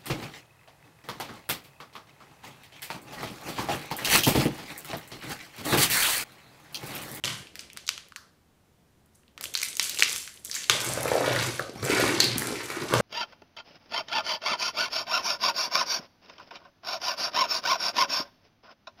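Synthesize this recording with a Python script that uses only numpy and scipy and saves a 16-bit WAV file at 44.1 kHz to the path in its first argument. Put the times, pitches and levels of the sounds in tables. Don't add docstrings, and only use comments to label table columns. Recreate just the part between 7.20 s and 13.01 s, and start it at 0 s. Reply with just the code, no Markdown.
import sys
import numpy as np
from scipy import signal
from scipy.fft import rfft, irfft, next_fast_len
from scipy.io import wavfile
from scipy.ndimage import uniform_filter1d

SR = 44100
rng = np.random.default_rng(int(sys.argv[2]) if len(sys.argv) > 2 else 0)


def master(y):
    cut = np.clip(np.atleast_2d(y).T, -1, 1)
    pcm = np.round(cut * 32767)
    wavfile.write(sys.argv[1], SR, pcm.astype(np.int16))


N = 256220

# f/Hz, relative level per Hz/dB
AIR_SPECTRUM = [(20, -12), (50, -17), (73, 3.5), (95, -6), (145, -5), (230, -7), (300, -10.5), (480, -14.5),
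                (700, -17.5), (1800, -23.5), (4000, -28), (16000, -35)]
AIR_DB = -63.5
# t/s, level/dB
HAND_RUB = [
    [(0.038, -34.5), (0.126, -60), (0.65, -61.5), (1.004, -71.5), (1.1, -67)],
    [(2.15, -67), (2.236, -53), (2.356, -62), (2.904, -50.5), (3.092, -65.5), (3.352, -57), (3.5, -56)],
]
# f/Hz, relative level per Hz/dB
FILM_SPECTRUM = [(290, -30), (500, 6), (668, -19.5), (843, -7), (2260, -3), (4660, -0.5), (5090, -1),
                 (5880, -2.5), (14500, -18.5), (16000, -18)]
# t of peak/s, level/dB, time to die by 30 dB/s, brightness/dB
SQUEEZES = [(0.053, -48, 0.28, -2.5), (0.355, -61, .06, -5), (0.394, -53.5, 0.11, -4), (0.7, -52, .1, 0),
            (2.23, -47, .1, 5), (2.355, -45, 0.2, -4), (2.435, -39.5, 0.16, 2), (2.585, -44.5, 0.03, 7),
            (2.615, -37.5, .3, 3), (2.7, -45, .15, 0), (2.795, -38, 0.05, 5), (2.835, -37.5, .15, -5.5),
            (2.88, -39, 0.33, 3), (2.97, -48, 0.04, 1.5), (3.08, -60, .12, -5), (3.252, -49.5, 0.3, 4.5),
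            (3.325, -44.5, 0.4, -0.5), (3.502, -37, 0.13, -3.5)]
SQUEEZE_RISE_S = .015
RUSTLE_TREBLE_DB, RUSTLE_LOW_DB = 6, 7
# t/s, level/dB
STIR = [(1.92, -94), (1.945, -67), (1.97, -69), (2.01, -93)]
# shells level/dB, box boom level/dB, wrappers level/dB; last, wrapper brightness/dB
RUMMAGE = [
    [(0.038, -38, -5, -0.6, -11, 3), (0.112, -38, -5, -1.5, -11, -2.5), (0.19, -48.5, -12, -2, -12, 0),
     (0.218, -52, -11, 9.5, -15, 0), (0.25, -76, 5, -6, -9, 0)],
    [(3.5, -38.5, -15, -6, -5, -0.5), (3.56, -32, -16, -7.5, -9.5, 0), (3.65, -34, -3, -13, -8, 1),
     (3.73, -41, 2.5, 3, -3, 2.5), (3.81, -33.5, -2.5, -5.5, -12.5, 1.5), (3.9, -33, -1.5, -5, -13, 0),
     (3.98, -30, 0.5, -9, -15, 1), (4.09, -28, 0.5, -11, -16, -2), (4.22, -28, -7.5, -7, -12.5, -4),
     (4.38, -44, -2.5, -3, -8.5, 0), (4.42, -50, -1.5, 9, -5, -1), (4.53, -56, 3, 0, -8.5, -2.5),
     (4.615, -45.5, 0, 5.5, -10.5, -1), (4.635, -35.5, 6, 4, -11.5, 0), (4.7, -26, -3, -18, -15, 0),
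     (4.77, -22.5, -7, -22.5, -14, -2), (4.9, -27.5, -9, -12, -13.5, -1.5),
     (4.99, -34, 0.5, -6, -10.5, -3.5), (5.02, -42.5, 0, -3, 4, -6), (5.08, -37.5, 3.5, 0.5, -9.5, -5.5),
     (5.165, -36, -3, -6, -12, -9), (5.185, -36, -3, -6, -9, 3), (5.28, -34.5, -5, -13.5, -12.5, -2),
     (5.47, -42.5, -5, -11, -11, -1.5), (5.51, -33, -7, -18, -15.5, 0), (5.64, -33, -1, -8, -16, -1),
     (5.68, -44, -5, -10, -10, -3), (5.73, -25, -3.5, -8, -12.5, -2), (5.81, -28.5, -5, 5, -17.5, -3)],
]
# t/s, favoured shell f/Hz, favoured wall f/Hz
MOVING_TOYS = [(3.5, 500, 1600), (3.9, 540, 1120), (4.2, 480, 1560), (4.5, 400, 1360), (4.75, 380, 2200),
               (5.16, 323, 1520), (5.55, 410, 1690), (5.7, 440, 1280)]
# f/Hz, width setting/Hz, level/dB
SHELL_MODES = [(310, 102, 5), (389, 93, -1), (544, 130, 1.5), (640, 178, -2.5), (212, 34, -15),
               (777, 300, -11)]
WALL_MODES = [(1005, 244, 6.5), (1252, 100, 0.5), (1458, 190, 4), (1770, 325, 3), (2200, 200, 4),
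              (2500, 300, -4)]
BOX_MODES = [(119, 24, 9), (164, 42, -6.5), (76, 51, -3.5)]
# t/s, peak level/dB, ring f/Hz, sharpness Q setting,
# broad crack setting against ring/dB, treble setting against ring/dB, room send/dB
SNAPS = [(0.039, -15.5, 3240, 5.3, -9, -34, -6), (0.0462, -16, 3120, 5.8, -1, -22, 8),
         (0.0555, -13.5, 3400, 3.5, 8, -21, -4), (0.0778, -18, 3100, 4.5, -5, -17, 4),
         (0.2708, -34, 2840, 2.8, -8, -18, -2), (0.3556, -22, 1920, 1.9, 2, -4, 0),
         (0.3934, -20, 4950, 4.5, 2, -24, -6), (0.4079, -31, 6740, 2, -6, -2, -5),
         (0.501, -33, 2640, 2.5, -9, -26, -1), (0.5324, -30, 4960, 1.3, 2, 4, -4),
         (0.5662, -33, 1500, 2, -3, -24, -1), (0.5728, -20, 3480, 0.89, 4, -9, -1),
         (0.6669, -28, 5580, 1.6, -12, -11, 4), (0.6782, -17, 5900, 3.3, -0.5, -21, -3),
         (0.6904, -7, 3600, 1.3, 5, -17, -5), (0.7784, -22, 1800, 1.1, 6, -14, -3.5),
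         (0.8856, -40, 3000, 2.5, -8, 2, -1), (0.9219, -33, 1380, 3.3, -5, -32, -10),
         (0.9613, -21, 1400, 2.2, -9, -21, -7), (0.965, -30, 4830, 2.2, -10, -7, 3.5),
         (1.8607, -50, 9830, 2.8, -10, -3, -3), (2.0341, -50, 1910, 2.1, -16, -17, -10),
         (2.08, -45, 3200, 2.2, -11, -24, -5), (2.1779, -25, 1650, 1.8, -2.5, -22, -2),
         (2.2106, -16, 1910, 0.72, 1, 2, -0.5), (2.2401, -12.5, 3400, 6.8, -1, -8, -3),
         (2.2557, -21.5, 3080, 1.8, -8, -16, -9), (2.3396, -17.5, 6050, 2.1, -6, -1, 1),
         (2.3428, -22, 2800, 2.6, -7, -10, -8), (2.3523, -7, 4300, 4.6, -4, -21, -5.5),
         (2.3748, -14.5, 6100, 4.9, -4, -11, -2), (2.389, -20.5, 3100, 0.91, -8, -21, -3),
         (2.399, -20, 5870, 1.9, -10, -15, -3), (2.406, -25, 6000, 2.6, -9, -3, -5),
         (2.4171, -12, 7340, 2.5, 3, -9, -6), (2.4296, -12.5, 2200, 8.7, -14.5, -22, -8),
         (2.4324, -9, 5040, 1.5, -4, -7, -8), (2.442, -21, 4700, 1.5, -8, -11, -12),
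         (2.53, -22, 5400, 2, 2, -18, -11), (2.5536, -22, 5940, 2.9, -15, -11, -9),
         (2.5696, -12.5, 6900, 3, 1, 2, -3), (2.5965, -1.5, 3500, 1.3, 2, -22, -4),
         (2.6957, -13, 4380, 3.3, -11, -2, 0), (2.746, -19, 5360, 2.5, -1, -3, -5),
         (2.7742, -22, 2440, 3.4, -10, -19, -8), (2.788, -14, 5470, 2.1, -5, -13, 0),
         (2.7948, -8, 6760, 3.8, 7, -8, 0), (2.8056, -11, 3500, 3.4, -5, -17, -12),
         (2.824, 3.5, 2370, 2.7, -7, -33, -10.5), (2.8327, -5.5, 5240, 2.2, -13, -20, -1),
         (2.896, -15.5, 6100, 2.6, -2, -11, 1), (2.929, -16, 5400, 1.4, -2, -6, 1),
         (2.9612, -15, 4460, 1, 2, -1, 0), (3.0283, -22, 6740, 2.5, 2, -7, -9),
         (3.0764, -22.5, 1800, 1.5, 1, -22, -3), (3.1742, -36, 3340, 1.9, -18, -13, -7),
         (3.2488, -19.5, 8450, 2.2, -4, 0, -7), (3.2595, -26.5, 9670, 3, 3, -1, -3),
         (3.2775, -32, 4200, 2.6, -9, -10, -5), (3.2985, -28, 1850, 5, -8, -17, -9),
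         (3.314, -15, 5130, 2.1, -4, -15, 1.5), (3.343, -16.5, 4000, 2.3, -1, -7, -4),
         (3.3502, -16.5, 6840, 4.1, -3, -11, 9.5), (3.3646, -17, 1950, 4, -12, -16, -1.5),
         (3.4342, -23, 3930, 2.1, -1, -21, 0), (3.442, -18.5, 3920, 1.4, 3, -12, -10),
         (3.4974, 2, 3400, 7, -2, -35, -0.5), (3.6885, -17.5, 8300, 3.9, -10, -19, 4),
         (3.736, -15.5, 8650, 3.9, -15, -7, -12), (3.808, -19, 9250, 2.5, 3, 2, -8),
         (3.8314, -19, 9500, 2.1, -10, 3, -8), (3.8803, -18, 2200, 3.6, -8, -14, 7),
         (4.061, -18.5, 3560, 3.8, -4, -18, 5.5), (4.1613, -17, 1610, 2.5, -15, -27, 3),
         (4.3943, -16, 1486, 5, -25, -31, -7), (4.4957, -30, 4820, 1.7, -4, -19, -3),
         (4.5546, -39, 2990, 3, -3, -9, 5), (4.6273, -24.5, 4360, 3.7, -6, -19, 0),
         (4.651, -14, 8400, 2.1, 2, -3, 1), (4.7047, -15, 2350, 3.6, -3, -19, 8),
         (4.806, -14.5, 2040, 3.4, -5, -13, 6), (5.003, -1, 4350, 6.5, -6, -22, 2.5),
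         (5.0421, -10.5, 4200, 4.4, -15, -17, 3), (5.174, -29, 9000, 3, -9, -2, -1),
         (5.182, -7, 9300, 3.3, -8, 5, 0), (5.1946, -17, 9200, 3.7, -10, 0, -5),
         (5.2204, -18, 1790, 5.6, -13.5, -16, 1.5), (5.2711, -16, 9100, 2.7, 3, -12, 3),
         (5.356, -24.5, 2300, 3.4, -12, -26, 3), (5.3663, -29, 2050, 2.7, -10, -27, 5),
         (5.4077, -29, 1880, 2.1, -11, -22, 5), (5.4578, -25, 6740, 2.4, -8, -5, 3),
         (5.5025, -20, 2200, 3.4, -4, -19, 3.5), (5.7385, -8.5, 2870, 3.7, -6, -11, -3)]
CRACK_LOW_DB = -12
THUMP_DB, THUMP_HZ = -22, 480
TAIL_SHARPER, TAIL_BROAD_DB = 1.3, -1.5
# f/Hz, time to fall by 60 dB/s
ROOM_DECAY = [(100, 0.35), (500, 0.7), (1000, 0.42), (2800, 0.46), (5600, 0.4), (11000, 0.4), (16000, 0.14)]
# t/s, level/dB, low ring f/Hz, tick setting/dB
KNOCKS = [(2.2575, -43, 550, -12), (2.7945, -34, 420, 3), (3.5004, -25, 433, 11), (3.5499, -26, 586, -15),
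          (3.662, -29.5, 433, 3), (3.6741, -26, 425, -7), (3.6979, -29, 640, 5), (3.7745, -17, 570, 3),
          (3.8554, -14.5, 533, 0), (3.9164, -13, 520, 3), (3.954, -11, 567, -9), (4.0084, -17.5, 520, -1),
          (4.0257, -23, 473, 4), (4.0775, -16, 537, -2), (4.1083, -21, 333, -14), (4.2867, -27.5, 346, -3),
          (4.3952, -23, 520, 9), (4.4942, -28.5, 372, -11), (4.5576, -32, 200, 5.5), (4.6294, -24, 423, 5),
          (4.6985, -14.5, 370, -20), (4.7257, -18, 292, 2.5), (4.7363, -18.5, 312, -5),
          (4.7971, -15, 565, -22), (4.8269, -15.5, 305, -25), (4.8403, -14, 310, -22),
          (4.922, -24.5, 374, 7.5), (5.0004, -25.5, 412, 12.5), (5.0373, -20.5, 344, -9),
          (5.1594, -21.5, 257, -4), (5.218, -23.5, 316, 3.5), (5.3062, -20.5, 353, -6),
          (5.3237, -25, 440, -2), (5.4044, -31, 390, 9.5), (5.5011, -29, 445, 9), (5.6184, -26.5, 336, 2),
          (5.6388, -28, 333, -14), (5.71, -23.5, 310, -5), (5.7279, -21, 475, 8), (5.7374, -11.5, 480, 5),
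          (5.8011, -12.5, 525, 2.5)]
# t/s, level/dB, mean slip f/Hz
SQUEAK = [(4.571, -73, 1400), (4.58, -46, 1080), (4.6, -56, 1160), (4.62, -53, 1106), (4.628, -64, 1600)]
# multiple of slip f, level/dB
HINGE_HARMONICS = [(1, 1), (2, -1), (3, -14), (4, -9), (5, -1)]
EDGE_HZ, STEP_HZ = 16600, 15600


def gain_of(db):
    return 10 ** (np.asarray(db) / 20)


def evened(x):
    return x / np.sqrt(np.mean(x ** 2) + 1e-20)


def peaked(x):
    return x / abs(x).max()


def read(points, hz):
    f, value = np.transpose(points)
    return np.interp(np.log(hz + 1), np.log(f + 1), value)


def along(tables, column):
    t, out = np.arange(N) / SR, np.full(N, -200.)
    for rows in tables:
        rows = np.array(rows)
        inside = (t >= rows[0, 0]) & (t <= rows[-1, 0])
        out[inside] = np.interp(t[inside], rows[:, 0], rows[:, column])
    return out


def add(mix, s, sound):
    part = mix[round(s * SR):][:len(sound)]
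    part += sound[:len(part)]


def ring_twice(x, hz, width):
    b, a = signal.iirpeak(min(hz, SR * .45), hz / max(width, 5), SR)
    return signal.lfilter(b, a, signal.lfilter(b, a, x))


def band(x, lo_hz, hi_hz):
    return signal.sosfilt(signal.butter(2, [lo_hz, hi_hz], "band", fs=SR, output="sos"), x)


def shaped(x, gain_at):
    size = next_fast_len(len(x))
    hz = np.fft.rfftfreq(size, 1 / SR)
    return evened(irfft(rfft(x, size) * gain_at(hz), size)[:len(x)])


def coloured(x, points):
    return shaped(x, lambda hz: gain_of(read(points, hz)))


def hump(hz, centre_hz, octaves):
    return np.exp(-(np.log2((hz + 1) / centre_hz) / octaves) ** 2)


def tinted(x, centre_hz, octaves):
    return shaped(x, lambda hz: np.sqrt(hump(hz, centre_hz, octaves)))


def grains(per_s, spread_db, ms):
    size = gain_of(spread_db * np.minimum(rng.exponential(1, N), 4))
    size = size * (rng.random(N) < per_s / SR)
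    puff = np.exp(-np.arange(400) / (ms * SR / 1000))
    return signal.oaconvolve(size, puff)[:N] * rng.standard_normal(N)


def air():
    return gain_of(AIR_DB) * coloured(rng.standard_normal(N), AIR_SPECTRUM)


def hands():
    rub = evened(band(grains(900, 1.5, 4), 67, 604))
    return gain_of(along(HAND_RUB, 1) - 0.5) * rub


def squeezes():
    t, power = np.arange(N) / SR, np.zeros((3, N))
    for s, db, fall_s, bright_db in SQUEEZES:
        level_db = db - 30 * np.maximum((s - t) / SQUEEZE_RISE_S, (t - s) / fall_s)
        power += gain_of(level_db + np.array([[0], [bright_db], [-bright_db]])) ** 2
    heap_db = along(RUMMAGE, 1) + along(RUMMAGE, 4)
    bright_db = np.maximum(along(RUMMAGE, 5), -40)
    power += gain_of([heap_db, heap_db + bright_db, heap_db - bright_db]) ** 2
    return np.sqrt(power) * gain_of([[0], [RUSTLE_TREBLE_DB], [RUSTLE_LOW_DB]])


def crackle():
    shared = grains(350, 3.5, 0.28)
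    low, middle, high = (coloured(shared + 0.86 * grains(300, 4.7, 0.6), FILM_SPECTRUM) for _ in range(3))
    parts = [tinted(middle, 6100, .55), tinted(high, 11030, 0.54), tinted(low, 2430, 0.93)]
    squeezed = gain_of(-6) * (squeezes() * parts).sum(0)
    brush = gain_of(along([STIR], 1)) * tinted(shared, 7700, 0.73)
    return squeezed + brush


def heap(modes, favoured_hz, octaves, per_s, spread_db, ms):
    shared = grains(per_s, spread_db, ms)
    struck, weights = [], []
    for hz, width, db in modes:
        bumps = shared + grains(per_s, spread_db, ms)
        struck.append(evened(ring_twice(bumps, hz, width * 1.9)))
        weights.append(gain_of(db) * np.sqrt(0.24 + hump(favoured_hz, hz, octaves)))
    weights = np.array(weights)
    return (weights * struck).sum(0) / np.sqrt((weights ** 2).sum(0))


def box_boom():
    shake = rng.standard_normal(N)
    modes = sum(gain_of(db) * ring_twice(shake, hz, width * 1.7) for hz, width, db in BOX_MODES)
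    return evened(band(modes, 58, 430))


def rummage():
    effort_db, t = along(RUMMAGE, 1), np.arange(N) / SR
    s, shell_hz, wall_hz = np.transpose(MOVING_TOYS)
    shells = heap(SHELL_MODES, np.interp(t, s, shell_hz), .5, 80, 4.8, 1.8)
    walls = heap(WALL_MODES, np.interp(t, s, wall_hz), 0.62, 260, 3.3, 0.8)
    toys = gain_of(effort_db - 6.5) * (gain_of(along(RUMMAGE, 2)) * shells + walls)
    boom = gain_of(along(RUMMAGE, 3) + effort_db) * box_boom()
    return toys, boom


def causal(power):
    cepstrum = irfft(np.log(power + 1e-7) / 2)
    cepstrum[1:len(cepstrum) // 2] *= 2
    cepstrum[len(cepstrum) // 2 + 1:] = 0
    return irfft(np.exp(rfft(cepstrum)))[:400]


def broad_crack(hz, crack_db, treble_db):
    power = gain_of(2 * crack_db - 8.5) * hump(hz, 3580, 0.85)
    power += gain_of(2 * treble_db - 8.5) * hump(hz, 10600, 0.84)
    power += gain_of(2 * (crack_db + CRACK_LOW_DB) + 4.5) * hump(hz, 1400, 0.46)
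    return power + gain_of(2 * (crack_db + THUMP_DB)) * hump(hz, THUMP_HZ, 0.9)


def snaps():
    near, sent = np.zeros(N), np.zeros(N)
    hz, t = np.fft.rfftfreq(1024, 1 / SR), np.arange(200) / SR
    for s, db, ring_hz, q, crack_db, treble_db, room_db in SNAPS:
        broad = broad_crack(hz, crack_db, treble_db)
        pulse = peaked(causal(hump(hz, ring_hz, 0.99 / max(q, .5)) + broad))
        tail_ring = hump(hz, ring_hz, 0.96 / max(q, .5) / TAIL_SHARPER)
        lasting = causal(tail_ring + gain_of(2 * TAIL_BROAD_DB) * broad)
        release = (t == 0) + 0.53 * rng.standard_normal(len(t)) * np.exp(-t / 0.00086)
        add(near, s, gain_of(db - .5) * peaked(np.convolve(pulse, release)))
        add(sent, s, gain_of(db + room_db) * lasting * np.linalg.norm(pulse) / np.linalg.norm(lasting))
    return near, sent


def room(x):
    hz, t, z = signal.stft(rng.standard_normal((3, SR // 2)), SR, nperseg=128)
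    decay = gain_of(-60 * t / read(ROOM_DECAY, hz)[:, None])
    tails = signal.istft(z * decay, SR, nperseg=128)[1]
    age = np.arange(tails.shape[1]) / SR
    tails = tails * np.interp(age, [0, .002, .009, .011], [0.022, 0.99, 0.3, 0.51])
    turn = np.arange(N) / SR * 9
    wet = np.zeros(N)
    for k, tail in enumerate(tails):
        share = np.sqrt(2 / 3) * np.cos(turn + k * np.pi / 3)
        wet += signal.oaconvolve(x * share, tail / np.linalg.norm(tail))[:N]
    return wet


def wall_echo(near, hits):
    wall = np.zeros(N)
    add(wall, .0115, gain_of(-20) * near + gain_of(-9.0) * hits)
    return wall


def knocks():
    out, t = np.zeros(N), np.arange(2000) / SR
    for s, db, hz, tick_db in KNOCKS:
        low_ring = t / 0.0016 * np.exp(1 - t / 0.0014) * np.sin(2 * np.pi * hz * t)
        burst = rng.standard_normal(len(t)) * np.exp(-t / 0.0019)
        tick = peaked(band(burst, 795, 1430))
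        add(out, s, gain_of(db + 0.05) * (low_ring + gain_of(tick_db - 7.5) * tick))
    return out


def squeak():
    s, db, hz = np.transpose(SQUEAK)
    t = np.arange(N) / SR
    wobble = 1 + .12 * uniform_filter1d(rng.standard_normal(N), 150)
    turns = np.cumsum(np.interp(t, s, hz) * wobble) / SR
    tone = sum(gain_of(part_db) * np.sin(2 * np.pi * multiple * turns) for multiple, part_db in HINGE_HARMONICS)
    return gain_of(np.interp(t, s, db, -200, -200)) * tone


def scene():
    near, sent = snaps()
    film, hits = crackle(), knocks() + squeak()
    toys, boom = rummage()
    wet = room(sent + gain_of(-1.0) * film + gain_of(-1.5) * hits + gain_of(-1.0) * toys)
    direct = near + film + hits + toys + boom + hands()
    handled = band(direct + wall_echo(near, hits) + wet, 55, 20000)
    return (handled + air())[None]


def record(dry):
    drive = dry / .9
    soft = .9 * np.tanh(drive + drive ** 3 / 3)
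    step = signal.firwin(511, STEP_HZ, window=("kaiser", 6), fs=SR)
    below = signal.oaconvolve(soft, step[None], "same")
    stepped = below + gain_of(-23) * (soft - below)
    edge = signal.firwin(511, EDGE_HZ, window=("kaiser", 9), fs=SR)
    return signal.oaconvolve(stepped, edge[None], "same")


dry = scene()
out = record(dry)
master(out)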